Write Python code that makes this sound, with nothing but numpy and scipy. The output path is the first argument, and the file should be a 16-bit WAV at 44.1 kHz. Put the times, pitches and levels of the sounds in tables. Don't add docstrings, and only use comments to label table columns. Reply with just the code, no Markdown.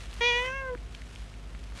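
import sys
import numpy as np
from scipy import signal
from scipy.fft import rfft, irfft, next_fast_len
from scipy.io import wavfile
from scipy.ndimage import map_coordinates

SR = 44100
rng = np.random.default_rng(int(sys.argv[2]) if len(sys.argv) > 2 else 0)


def put_to_file(sound):
    columns = np.atleast_2d(sound).T
    safe = np.clip(columns, -1, 1)
    whole_steps = np.round(safe * 32767)
    wavfile.write(sys.argv[1], SR, whole_steps.astype(np.int16))


N = 79380


def amp(db):
    return 10 ** (np.asarray(db) / 20)


def unit(x):
    return x / np.sqrt(np.mean(x ** 2) + 1e-20)


def curves(rows, t):
    times, *columns = np.transpose(rows)
    return [np.interp(t, times, column) for column in columns]


def wobble(rate):
    knots = rng.standard_normal(N // 8)
    return map_coordinates(knots, [np.arange(N) * rate / SR + 4])


def filtered(x, response):
    m = next_fast_len(N + SR // 2)
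    return irfft(rfft(x, m) * response(np.fft.rfftfreq(m, 1 / SR)), m)[:N]


def noise(colour):
    hz, db = np.transpose(colour)

    def response(f):
        return amp(np.interp(np.log(f + 1), np.log(hz + 1), db))

    return unit(filtered(rng.standard_normal(N), response))


def decay(age, t60):
    return np.exp(-np.log(1000) * age / t60)


# f/Hz, level/dB (rms)
HUM_PARTIALS = [(49.7, -43.5), (99.8, -57), (247, -63.5), (691, -71)]
HUM_WAVER_DB, HUM_WAVER_RAD = 0.5, 0.5


def hum(t, wavers_per_s=8):
    out = np.zeros(N)
    for hz, db in HUM_PARTIALS:
        level = amp(db + HUM_WAVER_DB * wobble(wavers_per_s))
        phase = 2 * np.pi * hz * t + HUM_WAVER_RAD * wobble(wavers_per_s)
        out += level * np.sqrt(2) * np.sin(phase)
    return out


# f/Hz, level/dB (relative)
RUMBLE_COLOUR = [(28, -29), (45, -6.5), (60, 5), (78, -15.5), (110, -12), (180, -13.5), (220, -23),
                 (320, -22), (560, -26.5), (2900, -36), (8400, -52), (12000, -68)]
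RUMBLE_DB = -46


def rumble():
    return amp(RUMBLE_DB) * noise(RUMBLE_COLOUR)


# f/Hz, level/dB (relative)
HISS_SPECTRUM = [(200, 9), (600, -5.5), (3000, -24), (7000, -14), (12000, -20)]
HISS_DB = -64


def hiss():
    return amp(HISS_DB) * noise(HISS_SPECTRUM)


ECHO_T60_S, ECHO_DB = 0.12, -21
REFLECTION_S, REFLECTION_GAIN = 0.00088, 0.13


def echo(x, t):
    tail = rng.standard_normal(N) * decay(t, ECHO_T60_S)
    tail /= np.linalg.norm(tail)
    close = filtered(x, lambda f: REFLECTION_GAIN * np.exp(-2j * np.pi * f * REFLECTION_S))
    return close + amp(ECHO_DB) * signal.fftconvolve(x, tail)[:N]


# t/s, level/dB
RUSTLE_LEVEL = [(0, -50), (.04, -49.5), (.08, -54), (.14, -51), (.2, -51.5), (.46, -48.5), (.53, -58.5),
                (.86, -59.5), (.96, -54.5), (1.1, -56.5), (1.17, -54), (1.42, -60.5), (1.55, -57.5),
                (1.74, -58), (1.785, -45.5)]
# f/Hz, level/dB (relative)
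RUSTLE_SPECTRUM = [(120, -61), (200, -10), (687, -9), (801, -11), (1270, -5.5), (2950, -6), (8820, -17),
                   (12000, -26), (15600, -47), (22000, -120)]


def rustle(t, grain_db=2.0, grains_per_s=300):
    grain = amp(grain_db * wobble(grains_per_s))
    return amp(curves(RUSTLE_LEVEL, t)[0]) * unit(noise(RUSTLE_SPECTRUM) * grain)


# t/s, level/dB (peak), f/Hz (centre)
MOVEMENT_TICKS = [(.112, -39, 4000), (.1295, -36, 2300), (.1408, -35, 6000), (0.462, -34, 5530),
                  (.776, -41, 2130), (.9483, -34, 3240), (0.9497, -30, 2730), (1.0187, -36.5, 2370),
                  (1.152, -40.5, 5800), (1.1593, -32.5, 2960), (1.34, -39, 2570), (1.5494, -36, 1740),
                  (1.640, -39, 3800), (1.722, -40, 1460)]
TICK_T60_S, TICK_Q = 0.0057, 1.25


def ticks(t):
    out = np.zeros(N)
    for start, db, hz in MOVEMENT_TICKS:
        age = np.maximum(t - start, 0)
        burst = (t >= start) * rng.standard_normal(N) * decay(age, TICK_T60_S)

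        def resonance(f):
            return 1j * f * hz / (hz ** 2 - f ** 2 + 1j * f * hz / TICK_Q)

        tick = filtered(burst, lambda f: resonance(f) ** 2)
        out += amp(db) * tick / np.abs(tick).max()
    return out


# t/s, f/Hz, level/dB (at onset, before decay), t60/s
LIP_RINGS = [(0.7502, 1590, -28, 0.0074), (0.754, 335, -33, 0.026)]


def smack(t):
    out = np.zeros(N)
    for start, hz, db, t60 in LIP_RINGS:
        age = np.maximum(t - start, 0)
        out += amp(db) * decay(age, t60) * np.sin(2 * np.pi * hz * age)
    return out


# t/s, level/dB, source tilt/dB per octave, first, second and third resonance f/Hz
MOUTH_SHAPE = [(0.215, -26.5, 2.5, 610, 2075, 3400), (0.27, -22.5, 3.0, 664, 2310, 3480),
               (0.32, -26, 3, 650, 2195, 3220), (0.385, -27, 3.5, 660, 2103, 3220),
               (0.44, -31.5, 0.95, 680, 2190, 3230), (0.52, -33.5, 6, 634, 1720, 2580),
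               (0.58, -35.5, 4.5, 780, 1826, 2770), (0.66, -35.5, -4.4, 720, 1590, 2500),
               (0.7, -33.5, -0.5, 590, 1440, 2260), (0.74, -33.5, -9, 390, 1230, 2190.0)]
MOUTH_WIDTHS = [236, 186, 396]
# f/Hz, width/Hz
UPPER_THROAT = [(5104, 882), (6159, 644), (6688, 343)]
# t/s, f/Hz, depth/dB (negative is a boost)
LOW_CAVITY = [(0.21, 1480, 6), (0.41, 1570, 15.5), (0.48, 2130, 9), (0.52, 2170, 16), (0.56, 2280, 5),
              (0.74, 2340, -11)]
HIGH_CAVITY = [(0.21, 5160, 4.6), (0.35, 5250, 5.5), (0.42, 4800, 34), (0.55, 4430, 26)]
CAVITY_HALF_WIDTHS = [113, 460]
VOICE_TOP_HZ = 7000


def tract(f, t):
    _, tilt_db, *centres = curves(MOUTH_SHAPE, t)
    h = amp(tilt_db * np.log2(f + 1)) / np.sqrt(1 + (f / VOICE_TOP_HZ) ** 40)
    for hz, width in list(zip(centres, MOUTH_WIDTHS)) + list(UPPER_THROAT):
        h = h * hz ** 2 / (hz ** 2 - f ** 2 + 1j * f * width)
    for cavity, half_width in zip((LOW_CAVITY, HIGH_CAVITY), CAVITY_HALF_WIDTHS):
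        hz, depth_db = curves(cavity, t)
        h = h * amp(-depth_db / (1 + ((f - hz) / half_width) ** 2))
    return h


# t/s, f/Hz (pitch)
FOLD_PITCH = [(0.21, 477), (0.228, 468), (0.245, 478), (0.287, 488), (0.315, 478), (0.345, 480),
              (0.42, 497), (0.46, 512), (0.52, 526), (0.55, 542), (0.6, 540), (0.68, 519), (0.742, 491)]
# t/s, level/dB (turbulence against the voice)
HOARSENESS = [(.21, -24.5), (.25, -32), (.3, -35), (.33, -36), (.42, -45), (.455, -19), (.495, -26.5),
              (.55, -37), (.68, -35), (.75, -28)]
START_S, END_S, ATTACK_S, RELEASE_S = 0.2063, 0.7637, 0.0041, 0.025
JITTER, SHIMMER_DB, FLUTTER_PER_S = 0.0029, 0.33, 150
WANDER_DB, WANDER_PER_S, PHASE_SPREAD_RAD = 1.0, 40.73, 0.5
GRIT, GRIT_PER_S, GRIT_FROM_HZ = 0.14, 300, 1400


def folds(t, on, pitch_phase, pitch, unsteady):
    k = np.arange(1, 17)[:, None]
    hz = k * pitch[on]
    wander = amp(WANDER_DB * np.array([wobble(WANDER_PER_S)[on] for _ in k]))
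    offsets = np.exp(1j * PHASE_SPREAD_RAD * rng.standard_normal(k.shape))
    flutter = np.array([wobble(GRIT_PER_S)[on] + 1j * wobble(GRIT_PER_S)[on] for _ in k])
    grit = GRIT * unsteady[on] * flutter / (1 + (GRIT_FROM_HZ / hz) ** 2)
    h = tract(hz, t[on]) * wander * offsets * (1 + grit)
    harmonics = (h * np.exp(1j * k * pitch_phase[on])).real
    voice = np.zeros(N)
    voice[on] = np.sqrt(2) * harmonics.sum(0) / np.linalg.norm(h, axis=0)
    return voice * amp(SHIMMER_DB * unsteady * wobble(FLUTTER_PER_S))


def turbulence(pitch_phase):
    pulsing = unit(rng.standard_normal(N) * (1 + np.cos(pitch_phase)))
    f, frames, z = signal.stft(pulsing, SR, nperseg=256)
    shape = np.abs(tract(f[:, None], frames))
    shape /= np.sqrt(np.mean(shape ** 2, axis=0))
    return signal.istft(z * shape, SR)[1][:N]


def meow(t):
    attack = np.clip((t - START_S) / ATTACK_S, 0, 1)
    release = np.clip((END_S - t) / RELEASE_S, 0, 1)
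    gate = attack * release
    on = gate > 0
    rasp = amp(curves(HOARSENESS, t)[0])
    unsteady = rasp / rasp[on].mean()
    pitch = curves(FOLD_PITCH, t)[0] * (1 + JITTER * np.sqrt(unsteady) * wobble(FLUTTER_PER_S))
    pitch_phase = 2 * np.pi * np.cumsum(pitch) / SR
    voice = folds(t, on, pitch_phase, pitch, unsteady)
    air = turbulence(pitch_phase)
    return gate * amp(curves(MOUTH_SHAPE, t)[0]) * (voice + rasp * air)


def scene():
    t = np.arange(N) / SR
    background = hum(t) + rumble() + hiss()
    near = ticks(t) + smack(t) + meow(t)
    return (background + rustle(t) + near + echo(near, t))[None]


TOP_HZ = 12100


def record(dry):
    return np.array([filtered(x, lambda f: f < TOP_HZ) for x in dry])


dry = scene()
out = record(dry)
put_to_file(out)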